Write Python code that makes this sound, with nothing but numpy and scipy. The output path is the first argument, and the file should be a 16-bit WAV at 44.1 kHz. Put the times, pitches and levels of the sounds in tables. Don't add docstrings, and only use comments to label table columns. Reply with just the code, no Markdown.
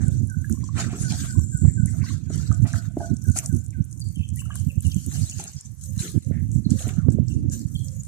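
import sys
import numpy as np
from scipy import signal
from scipy.fft import rfft, irfft, next_fast_len
from scipy.io import wavfile
from scipy.ndimage import uniform_filter1d

SR = 44100
rng = np.random.default_rng(int(sys.argv[2]) if len(sys.argv) > 2 else 0)


def generate_wav(signal):
    frames = np.transpose(np.atleast_2d(signal))
    scaled = np.clip(frames, -1, 1) * 32767
    pcm = np.round(scaled).astype(np.int16)
    wavfile.write(sys.argv[1], SR, pcm)


N = 355887
TIME_S = np.arange(N) / SR

# time in seconds, two-port mean level in dB, relative edge in dB.
RIGHT_GUSTS = [(0.0, -21, -13.5), (0.49, -32.5, -16), (1.89, -27, -13), (2.13, -26.5, -15),
               (2.49, -24.5, -18.5), (2.83, -29, -18), (3.37, -32.5, -14.5), (3.73, -34.5, -17),
               (4.32, -31, -22), (5.15, -33.5, -13.5), (5.37, -37.5, -14.5), (5.64, -56, -18),
               (5.89, -31.5, -26), (6.22, -41.5, -14.5), (6.43, -28, -11), (6.92, -29, -21.5),
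               (7.08, -25.5, -28.5), (7.37, -26, -8.5), (7.6, -33, -4.5), (8.07, -34, -32)]
# time in seconds, level in dB.
LEFT_GUSTS = [(0, -54), (.15, -36), (.45, -63), (.75, -41), (1.3, -35.5), (1.68, -58.5), (1.95, -43),
              (2.25, -61), (2.38, -41), (3.0, -51), (3.6, -56), (3.72, -44), (4.0, -62), (4.62, -46),
              (5.1, -72), (5.3, -49), (5.65, -72), (5.95, -41), (6.35, -59), (6.5, -36), (6.75, -68),
              (7.4, -29.5), (7.8, -53), (8.07, -41)]
# frequency in Hz, relative density in dB.
RIGHT_EDDY_SPECTRUM = [(30, -50), (50, -12.5), (80, 5), (100, 6), (140, 2), (200, -9)]
LEFT_EDDY_SPECTRUM = [(30, -57), (50, -1.5), (80, -4.5), (110, -13), (160, -14.5), (220, -44.5)]
# start and length in seconds, two-port mean level in dB, relative edge in dB.
RIGHT_BUFFETS = [(0.022, 0.089, -31, -0.5), (0.2, 0.043, -31.5, -6), (0.5, 0.049, -20, -4),
                 (0.58, 0.068, -24, -12.5), (0.736, 0.16, -30, -7.5), (1.092, 0.075, -21, -17),
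                 (1.182, 0.084, -21.5, -12), (1.337, 0.06, -19, -15.5), (1.616, 0.099, -26, -3.5),
                 (1.799, 0.039, -26.5, -9), (2.485, 0.032, -16.5, -14.5), (2.616, 0.064, -17.5, -13),
                 (3.091, 0.054, -24.5, -0.5), (3.265, 0.048, -16, -11), (3.521, 0.05, -20.5, -8.5),
                 (3.777, 0.054, -35.5, 1), (4.164, 0.044, -30, -17), (4.665, 0.032, -19.5, -32),
                 (4.757, 0.03, -19.5, -17.5), (4.838, 0.054, -22, -16.5), (4.958, 0.029, -13, -19.5),
                 (5.063, 0.036, -17, -7.5), (5.169, 0.0835, -25.5, -17), (5.544, 0.039, -24.5, -34),
                 (5.647, 0.1, -37, -17), (5.891, 0.053, -25.5, -30), (6.14, 0.046, -21, -7),
                 (6.265, 0.057, -30, -6), (6.553, 0.062, -29.5, -3.5), (6.655, 0.11, -28.5, -1),
                 (6.971, 0.022, -13, -21), (7.061, 0.18, -30.5, 2), (7.784, 0.053, -30, -20)]
# start in seconds, two-port mean peak in dB, pitch in Hz.
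EDDY_SLAPS = [(0.034, -13, 140), (0.076, -10, 123), (0.366, -14.5, 138), (0.503, -13, 103),
              (0.736, -17.5, 95), (1.003, -14, 107), (1.102, -21, 160), (1.542, -10, 118),
              (1.613, -12, 129), (1.632, -9.5, 104), (1.644, -4.5, 105.5), (1.653, -33, 336),
              (1.674, -5.5, 110), (1.792, -9.5, 130), (1.827, -8, 123), (1.848, -13, 143),
              (2.022, -12.5, 150), (2.353, -16.5, 157), (2.388, -16.5, 140), (2.498, -10.5, 121),
              (2.592, -10.5, 105), (2.875, -16, 123), (3.108, -14.5, 126), (3.298, -17.5, 181),
              (3.489, -15.5, 126), (3.8, -9.5, 129.6), (4.167, -20, 166), (4.198, -21, 132),
              (4.318, -21, 130), (4.663, -13, 129), (4.677, -16.5, 159), (4.771, -15.5, 135),
              (4.845, -20.5, 138), (4.956, -12, 132), (4.979, -24, 150), (5.969, -18.5, 138), (6, -17, 129),
              (6.158, -18.5, 85.5), (6.261, -18, 107), (6.294, -18, 132), (6.308, -13.5, 165),
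              (6.308, -25.5, 380), (6.42, -13.5, 126), (6.361, -16.5, 133), (6.554, -9, 124),
              (6.661, -9, 158), (6.713, -6.5, 157), (6.981, -8.5, 141), (7.0801, -4.5, 128),
              (7.0831, -18, 320), (7.141, -8, 132), (7.185, -18, 375), (7.193, -9, 135), (7.359, -12, 127),
              (7.478, -12.5, 117), (7.649, -14.5, 120), (7.749, -15, 105)]
# start in seconds, peak in dB.
OVERLOAD_POPS = [(1.651, -21), (1.856, -31.5), (6.692, -33), (7.085, -17.5), (7.188, -49)]
# time in seconds, level in dB, spray in dB relative to the treble.
RUSTLE_BED = [(0, -56.5, -19), (.45, -58.5, 4.5), (.72, -79, -19.5), (1.3, -52.5, -5.5), (1.6, -56.5, -5),
              (2.2, -73.5, -12.5), (2.6, -56, -6.5), (3.1, -61, -9.5), (3.45, -46, -1.5), (3.8, -67.5, -3),
              (4.3, -66, 3), (4.9, -52, 0.5), (5.6, -56, -11.5), (5.78, -59.5, -1.5), (6.3, -60.5, -1),
              (7.05, -71, -11.5), (7.45, -80, -5), (7.7, -53.5, -4.5), (8.07, -54, -5)]
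# peak time and rise in seconds, treble in dB,
# fall in dB per second, grit in dB relative to the treble.
BOOT_SCUFFS = [(.02, 0.033, -45.5, 104.5, -13), (.13, 0.11, -47, 131.5, -12), (.52, 0.054, -45, 116.5, -16),
               (0.648, 0.0092, -47, 185.5, -13), (0.804, 0.075, -33, 183, -5),
               (0.971, 0.084, -39.5, 63, -11), (1.109, 0.036, -43.5, 116, 1.5),
               (1.248, 0.4, -39, 175, -2.5), (1.871, 0.061, -45, 64.5, -19), (2.09, 0.092, -44, 123, 1.5),
               (2.341, 0.056, -41.5, 95.5, -5), (2.43, 0.033, -59.5, 75.5, 7), (2.54, 0.031, -53, 129, -35),
               (2.671, 0.011, -44.5, 109, -3), (2.757, 0.086, -44.5, 154, -0.5),
               (3.03, 0.078, -45.5, 134.5, -9), (3.29, 0.18, -48.5, 67, -20),
               (3.373, 0.024, -28.5, 350.5, -11.5), (3.386, 0.0044, -51, 500, -11),
               (3.54, 0.052, -65, 92, -12), (3.95, 0.23, -54.5, 41, -38), (4.291, 0.0061, -60, 386, -25),
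               (4.37, 0.056, -49, 119.5, -29), (4.557, 0.027, -45.5, 126.5, -8.5),
               (4.829, 0.017, -47.5, 66.5, -7), (5.15, 0.18, -40, 40.5, -9), (5.3, 0.025, -48.5, 254, -36),
               (5.398, 0.042, -41.5, 93, -4), (5.839, 0.038, -44.5, 103.5, -19),
               (5.991, 0.0069, -38.5, 112, -1), (6.048, 0.074, -37, 206, -3), (6.532, 0.026, -50, 106, -46),
               (6.707, 0.017, -43.5, 158.5, -7), (6.796, 0.062, -37.5, 108, -10.5),
               (6.87, 0.15, -44, 160.5, -4.5), (6.888, 0.0037, -38, 706, -4),
               (7.121, 0.012, -43.5, 347, -16), (7.291, 0.05, -46.5, 117, -15),
               (7.525, 0.026, -36.5, 157.5, -11.5), (7.85, 0.088, -48, 77.5, -22)]
# frequency in Hz, relative density in dB.
TREBLE_SPECTRUM = [(4300, -47), (5200, -10), (5900, 12.5), (7000, 16.5), (8200, 13), (9500, -14),
                   (10500, -61.5)]
GRIT_SPECTRUM = [(1100, 0), (1600, 8), (2200, 0.5), (3400, 4), (4400, 10.5)]
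# start in seconds, thud and slosh in dB, rise and t60 in seconds.
FOOTFALLS = [(0.0, -65, -45.5, 0.0093, 0.36), (0.743, -33, -37, 0.06, 0.5),
             (0.927, -34.5, -48.5, 0.0021, 0.58), (1.1, -75, -42.5, 0.028, 0.2),
             (1.24, -66, -46, 0.0079, 0.22), (1.93, -67, -55, 0.01, 0.51), (2.02, -49, -77, 0.013, 0.17),
             (2.299, -35.5, -60, 0.0042, 0.51), (2.399, -74, -59, 0.011, 0.72),
             (2.51, -74, -71, 0.0078, 0.088), (2.645, -57, -48, 0.0024, 0.72), (2.99, -49, -67, 0.011, 1),
             (3.358, -43.5, -40, 0.0029, 0.35), (3.54, -69, -64, 0.021, 0.46),
             (4.44, -75, -58, 0.053, 0.52), (5.12, -68, -53, 0.0064, 0.69),
             (5.388, -39.5, -49.5, 0.0039, 0.32), (5.998, -35.5, -64, 0.061, 0.18),
             (6.319, -60, -55, 0.014, 0.16), (6.8, -47, -47.5, 0.0062, 1),
             (6.866, -27.5, -43.5, 0.0027, 0.13)]
# frequency in Hz, density in dB per Hz.
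HUSH_SPECTRUM = [(200, -91), (500, -106), (1000, -105), (2500, -107), (5300, -112), (6000, -99),
                 (8000, -108), (9500, -107), (11500, -112), (14000, -116)]
# beat number, level in dB.
PIPE_NOTES = [(0, -46), (1, -45.5), (3, -42.5), (4, -40.5), (5, -41.5), (6, -46.5), (7, -45), (8, -46.5),
              (9, -60.5), (10, -52), (11, -46.5), (12, -44), (13, -43.5), (14, -52), (15, -52.5)]
# start and length in seconds, level in dB.
COO_NOTES = [(.07, 0.033, -55), (4.69, 0.057, -60), (5.86, 0.075, -63), (6.25, 0.099, -57),
             (6.71, 0.13, -53), (7.14, 0.091, -58.5), (7.47, 0.11, -60), (7.85, 0.13, -59.5)]
# start in seconds, peak in dB, pitch in Hz.
LEAF_CRACKS = [(0.081, -29.5, 7460), (0.2726, -37, 8040), (0.299, -33, 7340), (0.4968, -31, 9600),
               (0.5243, -26.5, 6860), (0.6404, -33, 5900), (1.1218, -24.5, 6700), (1.3252, -30, 7400),
               (1.393, -33, 6600), (1.5738, -29.5, 8050), (1.8128, -44, 7450), (1.8583, -24, 7600),
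               (1.892, -43, 7200), (2.135, -44, 7500), (2.18, -44.5, 7700), (2.357, -32.5, 8500),
               (2.377, -33, 6650), (2.422, -46, 7700), (2.5257, -32, 6200), (2.5461, -34, 6400),
               (2.675, -36.5, 7600), (2.7304, -30, 6960), (3.1666, -32.5, 6400), (3.221, -36, 6460),
               (3.24, -36, 9500), (3.2835, -32, 7100), (3.299, -31, 7670), (3.316, -32, 7100),
               (3.402, -37, 9600), (3.3648, -23, 7500), (3.372, -23, 7600), (3.387, -12, 6870),
               (3.393, -28, 9200), (3.4596, -19, 6770), (3.5258, -34, 7300), (3.5482, -35, 6860),
               (3.5632, -33, 6960), (3.639, -54, 7600), (3.6625, -37, 7300), (3.7054, -39, 6840),
               (3.8415, -37.5, 7400), (3.85, -39, 10000), (3.9114, -37, 7660), (3.9269, -34, 6500),
               (3.937, -49, 8800), (3.9957, -37, 7500), (4.002, -32, 7500), (4.015, -40, 8600),
               (4.0865, -37, 7700), (4.157, -38, 8600), (4.289, -31, 7030), (4.302, -40, 6700),
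               (4.3593, -26.5, 9660), (4.542, -35, 7500), (4.555, -25.5, 8900), (4.574, -39, 9300),
               (4.599, -31, 7300), (4.806, -28, 8160), (4.823, -36, 9400), (4.8668, -27.5, 7600),
               (4.879, -35, 8400), (4.916, -35, 4670), (4.9442, -28.5, 7300), (5.0629, -25, 8800),
               (5.2972, -24.5, 6950), (5.311, -27.5, 6650), (5.383, -34, 5200), (5.396, -27.5, 6950),
               (5.439, -26, 7550), (5.458, -39, 8500), (5.5333, -34.5, 7000), (5.6093, -30.5, 7060),
               (5.565, -41, 5630), (5.89, -39, 7500), (5.905, -36, 7800), (5.978, -33, 6400),
               (6.118, -33.5, 8300), (5.6435, -49, 8150), (5.7208, -52, 6750), (5.8216, -42, 6500),
               (5.8375, -34, 7940), (6.2472, -43.5, 6640), (6.5157, -34, 7200), (6.7047, -23, 6700),
               (6.8216, -31, 7360), (6.8801, -26.5, 7760), (7.1025, -36.5, 6240), (7.1227, -40, 7060),
               (7.282, -36, 5400), (7.4976, -36, 6270), (7.52, -43, 5300), (7.5921, -32.5, 7070),
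               (7.668, -43, 7300), (7.845, -35, 8500), (7.883, -35, 5600), (7.965, -39, 9400),
               (8.0341, -34, 7300)]
CLOD_CRUNCHES = [(0.765, -35, 1420), (0.787, -34, 1450), (0.775, -34.5, 1980), (0.80, -38, 2080),
                 (0.812, -35, 1820), (0.822, -37, 2130), (0.838, -34, 1460), (1.121, -30, 3680),
                 (2.018, -49, 2050), (2.65, -51, 1950), (2.651, -68, 2400), (2.652, -42, 1070),
                 (2.675, -50, 1140), (2.755, -36.5, 1410), (2.85, -46.5, 1350), (3.365, -43, 1970),
                 (3.387, -34.5, 2180), (3.389, -48, 3570), (5.11, -52, 1610), (5.145, -50, 1590),
                 (6.02, -39, 2420), (6.05, -58, 1520), (6.075, -41.5, 2330), (6.318, -51, 1630),
                 (6.79, -38.5, 2780), (6.823, -38, 2940), (6.889, -36.5, 2400), (6.889, -39.5, 1320),
                 (6.918, -48, 1320), (6.968, -53, 1280)]
# start in seconds,
# peak in dB, pitch in Hz, decay in cycles.
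BUBBLES = [(0.444, -34.5, 1640, 13), (0.4966, -40.5, 1490, 3.5), (0.5467, -54, 1050, 14),
           (0.572, -52, 1100, 14), (0.635, -43, 1035, 9.9), (0.6886, -38.5, 1090, 9.4),
           (0.935, -36.5, 1140, 4), (1.1208, -52, 1340, 4.7), (1.353, -48, 1040, 12),
           (1.3923, -45, 1070, 5.7), (2.039, -40, 1070, 8.6), (2.0657, -42, 1960, 16),
           (2.104, -41.5, 1100, 10), (2.085, -39, 2060, 14), (2.345, -49, 1400, 12), (2.398, -46, 1390, 12),
           (2.43, -48, 1500, 14), (2.47, -51, 1400, 12), (2.495, -47, 1460, 11), (2.462, -43, 3900, 35),
           (2.655, -44, 1930, 25), (2.657, -48, 2430, 26), (2.5145, -30.5, 1260, 7.3),
           (2.736, -27.5, 1640, 4.8), (2.742, -30.5, 1410, 4.5), (4.3844, -50, 2250, 16),
           (4.417, -49.5, 1080, 10), (4.368, -49.5, 1940, 50), (4.419, -48, 1590, 5.5),
           (4.456, -47, 1340, 12), (4.506, -38.5, 1620, 15), (4.53, -47, 1670, 8.7),
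           (4.556, -42, 1540, 6.3), (4.5035, -34, 1180, 6.7), (4.5542, -44, 1080, 7.7),
           (5.398, -36, 820, 7), (5.455, -44.5, 750, 5.5), (5.49, -54, 816, 6), (7.023, -58, 1180, 14),
           (7.041, -56, 1100, 15)]
# start and length in seconds, centre in Hz, level in dB.
RASP_BURSTS = [(0.579, 0.071, 2050, -61), (1.629, 0.12, 1890, -56.5), (1.847, 0.078, 1870, -52.5),
               (1.978, 0.092, 2030, -49.5), (5.54, 0.081, 5400, -43.5), (3.704, 0.063, 2170, -60.5),
               (6.29, 0.15, 1880, -46.5)]
# time in seconds, centre in Hz, level in dB.
BUZZ_PATH = [(1.27, 7500, -41), (1.5, 7350, -41.5), (1.58, 7470, -38), (1.75, 7420, -43), (1.84, 7440, -46)]
# start in seconds, level in dB, hollow share from 0 to 1.
CAN_KNOCKS = [(2.301, -28.5, 0), (2.515, -42.5, 0.84), (2.648, -38.5, 1), (2.668, -38.5, 0.8),
              (2.735, -36.5, 0.83), (2.969, -16.5, 0.07), (3.001, -23, 1), (3.363, -37, 0)]
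# frequency in Hz, gain in dB, t60 in seconds.
CAN_MODES = [(300, 15.5, 0.019), (638, 3.5, 0.022), (617, -11, 0.23), (683, -2.5, 0.21), (824, -3, 0.065),
             (860, -21, 0.063)]
# start and length in seconds, pitch in Hz, level in dB.
CHIRP_NOTES = [(4.012, 0.017, 4380, -42.5), (4.085, 0.017, 4250, -60), (4.15, 0.11, 3020, -54),
               (4.18, 0.058, 2607, -52.5), (4.235, 0.025, 3080, -52.5), (4.39, 0.022, 2705, -45.5),
               (4.51, 0.017, 2820, -45), (4.57, 0.03, 3020, -51.5), (4.695, 0.026, 2560, -48),
               (4.785, 0.024, 2870, -54), (4.848, 0.024, 2750, -46), (4.905, 0.024, 3060, -45),
               (4.925, 0.019, 2510, -47), (4.97, 0.023, 2880, -50), (5.15, 0.034, 2880, -48.5),
               (5.315, 0.018, 2730, -44.5), (5.44, 0.027, 2630, -50), (6.205, 0.033, 3960, -64),
               (6.645, 0.019, 4000, -46.5), (6.665, 0.016, 3600, -62), (7.3, 0.029, 2704, -56),
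               (7.75, 0.016, 3140, -42), (7.765, 0.035, 4160, -52)]


def undb(db):
    return np.exp(np.asarray(db) * (np.log(10) / 20))


def unit(x):
    return x / np.sqrt(np.mean(x ** 2))


def curve(rows, column, outside=None):
    rows = np.array(rows)
    return np.interp(TIME_S, rows[:, 0], rows[:, column], outside, outside)


def log_bins(size):
    return np.log(np.arange(size // 2 + 1) * SR / size + 1)


def colour(x, points, edge_db_per_oct=-40):
    hz, db = np.transpose(points)
    hz = np.r_[hz[0] / 4, hz, hz[-1] * 4]
    db = np.r_[db[0] + 2 * edge_db_per_oct, db, db[-1] + 2 * edge_db_per_oct]
    size = next_fast_len(N)
    gain = undb(np.interp(log_bins(size), np.log(hz), db))
    return irfft(rfft(x, size) * gain, size)[..., :N]


def band(x, lo_hz, hi_hz):
    sos = signal.butter(2, [lo_hz, min(hi_hz, .45 * SR)], "band", fs=SR, output="sos")
    return signal.sosfilt(sos, x)


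def walk(rate_hz):
    hold = int(SR / rate_hz)
    held = np.repeat(rng.standard_normal(N // hold + 1), hold)
    return unit(uniform_filter1d(uniform_filter1d(held, hold), hold)[:N])


def patchy(x, points, flicker_db, rate_hz, bands):
    size = next_fast_len(N)
    spectrum = rfft(colour(x, points, edge_db_per_oct=-16), size)
    place = np.interp(log_bins(size), np.log([points[0][0], points[-1][0]]), [0, bands - 1])
    weights = (np.clip(1 - np.abs(place - k), 0, 1) for k in range(bands))
    parts = (irfft(spectrum * weight, size)[..., :N] for weight in weights)
    return unit(sum(undb(flicker_db * walk(rate_hz)) * part for part in parts))


def add(track, start_s, sound):
    i = max(int(start_s * SR), 0)
    sound = sound[..., :N - i]
    track[..., i:i + sound.shape[-1]] += sound


def ports(x, pan_db, lag_ms):
    return np.array([np.roll(x, int(lag_ms * SR / 1000)) * undb(pan_db / 2), x * undb(-pan_db / 2)])


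def echoes(x, wet_db, t60_s):
    t = np.arange(int(t60_s * SR)) / SR
    tail = rng.standard_normal((2, len(t))) * 1000. ** (-t / t60_s) * np.clip(t / .06, 0, 1)
    tail /= np.sqrt(np.sum(tail ** 2, axis=1, keepdims=True))
    return x + undb(wet_db) * signal.oaconvolve(x, tail, axes=1)[:, :N]


def grains(per_s, spread_db, smear_ms):
    hits = (rng.random(N) < per_s / SR) * undb(spread_db * np.minimum(rng.exponential(size=N), 3))
    power = signal.lfilter([1], [1, -np.exp(-1000 / (smear_ms * SR))], hits)
    return unit(np.sqrt(power + 1e-9) * rng.standard_normal((3, N)))


def notes(rows, edge_s, sharp, settle_s, rough, rough_hz):
    out = np.zeros(N)
    for start_s, length_s, hz, db in rows:
        t = np.arange(int((length_s + edge_s) * SR)) / SR
        shape = np.sin(np.pi / 2 * np.clip(np.minimum(t, t[-1] - t) / edge_s, 0, 1)) ** 2
        pitch_hz = hz * (1 + sharp * np.exp(-t / settle_s))
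        add(out, start_s - edge_s / 2, undb(db) * shape * np.sin(2 * np.pi * np.cumsum(pitch_hz) / SR))
    return out * (1 + rough * walk(rough_hz))


def wind():
    throb = undb(2.73 * walk(28))
    rumble = unit(throb * colour(rng.standard_normal(N), RIGHT_EDDY_SPECTRUM))
    edge_hz_db = [(220, 5.5), (330, -7.5), (450, -27), (800, -46.5)]
    edge = unit(throb * undb(walk(48)) * colour(rng.standard_normal(N), edge_hz_db))
    rumble_gain = undb(curve(RIGHT_GUSTS, 1))
    edge_gain = rumble_gain * undb(curve(RIGHT_GUSTS, 2))
    ramp_s = .0162
    for start_s, length_s, db, edge_db in RIGHT_BUFFETS:
        inside_s = np.minimum(TIME_S - start_s, start_s + length_s - TIME_S)
        shape = np.clip(inside_s / ramp_s + .5, 0, 1) ** 2
        rumble_gain = np.hypot(rumble_gain, undb(db) * shape)
        edge_gain = np.hypot(edge_gain, undb(db + edge_db) * shape)
    right = 2 * (rumble_gain * rumble + edge_gain * edge)
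    for start_s, db, hz in EDDY_SLAPS:
        t = np.arange(int(1.8 * SR / hz)) / SR
        slap = -np.hanning(len(t)) * np.cos(2 * np.pi * hz * (t - t[-1] / 2))
        add(right, start_s, 2 * undb(db) * slap)
    for start_s, db in OVERLOAD_POPS:
        t = np.arange(SR // 50) / SR
        pop = band(t * np.exp(-t / .0014), 260, 2300)
        add(right, start_s, -undb(db) * pop / pop.max())
    left = unit(undb(1.4 * walk(3)) * colour(rng.standard_normal(N), LEFT_EDDY_SPECTRUM))
    return np.array([undb(curve(LEFT_GUSTS, 1)) * left, right])


def scuffs():
    rustle_gain, grit_gain = undb(curve(RUSTLE_BED, 1)), 0
    rise_db = 20.5
    for peak_s, rise_s, db, fall_db_per_s, grit_db in BOOT_SCUFFS:
        t = TIME_S - peak_s
        shape = undb(db + np.where(t < 0, rise_db * t / rise_s, -fall_db_per_s * t))
        rustle_gain = np.hypot(rustle_gain, shape)
        grit_gain = np.hypot(grit_gain, undb(grit_db) * shape)
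    merged = np.clip((20 * np.log10(rustle_gain) + 48.5) / 20 + .7, .35, .92)
    sparse = grains(per_s=220, spread_db=11.5, smear_ms=4.4)
    dense = grains(per_s=3100, spread_db=5, smear_ms=3)
    noise = np.sqrt(1 - merged) * sparse + np.sqrt(merged) * dense
    stereo = .47 * ports(noise[0], pan_db=0, lag_ms=-.08) + .95 * noise[1:]
    treble = patchy(stereo, TREBLE_SPECTRUM, flicker_db=5.5, rate_hz=60, bands=18)
    grit = patchy(stereo, GRIT_SPECTRUM, flicker_db=5.5, rate_hz=45, bands=16)
    spray = patchy(stereo, [(10000, 1.5), (11500, -7), (14200, -6.5)], flicker_db=5, rate_hz=40, bands=6)
    spray *= undb([[3], [-3]]) * undb(curve(RUSTLE_BED, 2))
    return rustle_gain * (treble + spray) + grit_gain * grit


def steps():
    thud_gain, slosh_gain = np.zeros((2, N))
    for start_s, thud_db, slosh_db, rise_s, t60_s in FOOTFALLS:
        t = np.arange(int(t60_s * SR)) / SR
        shape = np.clip(t / rise_s, 0, 1) * 1000. 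** (-np.maximum(t - rise_s, 0) / t60_s)
        add(thud_gain, start_s, undb(thud_db) * shape)
        add(slosh_gain, start_s, undb(slosh_db) * shape)
    thud = unit(colour(rng.standard_normal(N), [(170, 13.5), (230, 4.5), (330, 3.5), (460, -4)]))
    slosh_hz_db = [(480, -12.5), (680, 8), (950, -11.5), (1400, 1.5), (1900, -10.5), (2400, -5)]
    slosh = patchy(rng.standard_normal(N), slosh_hz_db, flicker_db=5.5, rate_hz=41, bands=7)
    return ports(thud_gain * thud + slosh_gain * slosh, pan_db=-4, lag_ms=.12)


def hush():
    noise = rng.standard_normal((2, N))
    rms = np.std(colour(noise, HUSH_SPECTRUM)) * np.sqrt(SR / 2)
    return rms * patchy(noise, HUSH_SPECTRUM, flicker_db=3.5, rate_hz=12, bands=12)


def piping_bird(start_s=.049, beat_s=.2462, length_s=.056, pitch_hz=1470):
    rows = [(start_s + round(beat) * beat_s, length_s, pitch_hz, db) for beat, db in PIPE_NOTES]
    song = notes(rows, edge_s=.012, sharp=.13, settle_s=.019, rough=.5, rough_hz=140)
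    return echoes(ports(song, pan_db=-8.5, lag_ms=.43), wet_db=-11, t60_s=.7)


def dove(pitch_hz=523):
    rows = [(start_s, length_s, pitch_hz, db) for start_s, length_s, db in COO_NOTES]
    song = notes(rows, edge_s=.05, sharp=.014, settle_s=.04, rough=.69, rough_hz=210)
    return echoes(ports(song, pan_db=.5, lag_ms=.05), wet_db=-2.5, t60_s=.22)


def cracks(patter_count=320, patter_hz=8600, droplet_share=.3, droplet_cycles=18):
    out, t = np.zeros((2, N)), np.arange(SR // 30) / SR
    patter_db = curve(RUSTLE_BED, 1) + 7.5
    moments = rng.integers(N, size=patter_count)
    patter = [(i / SR, patter_db[i] + 3.5 * level_dev, patter_hz * np.exp(.13 * pitch_dev))
              for i, (level_dev, pitch_dev) in zip(moments, rng.standard_normal((patter_count, 2)))]
    for start_s, db, hz in patter + list(LEAF_CRACKS) + list(CLOD_CRUNCHES):
        noise = rng.standard_normal((2, len(t)))
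        noise = noise + .055 * noise[::-1]
        shape = (1 - np.exp(-t * hz / 5)) * (np.exp(-t * hz / 7) + .1 * np.exp(-t * hz / 40))
        splinters = band(band(shape * noise, hz * .84, hz * 1.4), hz * .84, hz * 1.4)
        droplet_hz = hz * np.exp(.1 * noise[1, -1])
        age = t * droplet_hz / droplet_cycles
        droplet = np.minimum(8 * age, 1) * np.exp(-3 * age) * np.sin(2 * np.pi * droplet_hz * t)
        click = (1 - droplet_share) * splinters / np.max(np.abs(splinters)) + droplet_share * droplet
        click /= np.max(np.abs(click), axis=1, keepdims=True)
        pan_db = -1.5 + 3 * noise[0, -1]
        add(out, start_s, np.sqrt(2) * undb(db + np.array([[pan_db], [-pan_db]]) / 2) * click)
    return out


def plinks():
    out = np.zeros(N)
    for start_s, db, hz, cycles in BUBBLES:
        t = np.arange(int(2 * cycles * SR / hz)) / SR
        age = t * hz / cycles
        shape = (1 - np.exp(-t / .0039)) * np.exp(-2.5 * age)
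        tone = np.sin(2 * np.pi * hz * t * (1 + .0033 * age))
        add(out, start_s, undb(db) * shape / shape.max() * tone)
    return echoes(ports(out, pan_db=-4, lag_ms=.12), wet_db=-11, t60_s=.13)


def rasps():
    out = np.zeros(N)
    scrape = undb(3.5 * walk(150)) * rng.standard_normal(N)
    for start_s, length_s, hz, db in RASP_BURSTS:
        i, n = int(start_s * SR), int(length_s * SR)
        rasp = unit(band(scrape[i:i + n], hz * .915, hz * 1.14))
        add(out, start_s, undb(db) * np.hanning(n) ** 3.2 * rasp)
    return echoes(ports(out, pan_db=.5, lag_ms=-.1), wet_db=-6, t60_s=.19)


def insect(stroke_hz=180):
    stroke = np.cos(np.pi * np.cumsum(stroke_hz * (1 + .14 * walk(40.6))) / SR) ** 2
    scrape = unit(band(rng.standard_normal(N), 30, 280))
    carrier = np.sin(2 * np.pi * np.cumsum(curve(BUZZ_PATH, 1)) / SR)
    buzz = unit((2.7 + stroke) * scrape * carrier)
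    return ports(buzz * undb(curve(BUZZ_PATH, 2, outside=-150)), pan_db=1, lag_ms=.1)


def knocks():
    out, t = np.zeros(N), np.arange(SR // 3) / SR
    modes = [undb(db) * 1000. ** (-t / t60_s) * np.sin(2 * np.pi * hz * t) for hz, db, t60_s in CAN_MODES]
    wall, air = sum(modes[:2]), sum(modes[2:])
    for start_s, db, hollow in CAN_KNOCKS:
        rattle = 1 + .33 * unit(uniform_filter1d(rng.standard_normal(len(t)), 300))
        ring = (1 - hollow) * wall + hollow * rattle * air
        add(out, start_s, undb(db) * uniform_filter1d(ring, 16) * np.clip(t / .0049, 0, 1))
    return echoes(ports(out, pan_db=-1.3, lag_ms=.03), wet_db=-10, t60_s=.17)


def chirping_bird():
    song = notes(CHIRP_NOTES, edge_s=.01, sharp=.16, settle_s=.011, rough=1.1, rough_hz=500)
    return echoes(ports(song, pan_db=.63, lag_ms=.14), wet_db=-9, t60_s=.28)


def scene():
    return (hush() + wind() + scuffs() + steps() + piping_bird() + dove() + cracks()
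            + plinks() + rasps() + insect() + knocks() + chirping_bird())


def record(dry, bass_hz=50, clip_level=1.04, dull_hz=14200, top_hz=15300):
    thin = signal.sosfilt(signal.butter(4, bass_hz, "high", fs=SR, output="sos"), dry)
    clipped = np.clip(thin, -clip_level, clip_level)
    dull = signal.sosfilt(signal.ellip(4, .5, 22, dull_hz, fs=SR, output="sos"), clipped)
    return signal.sosfilt(signal.ellip(10, .2, 70, top_hz, fs=SR, output="sos"), dull)


dry = scene()
out = record(dry)
generate_wav(out)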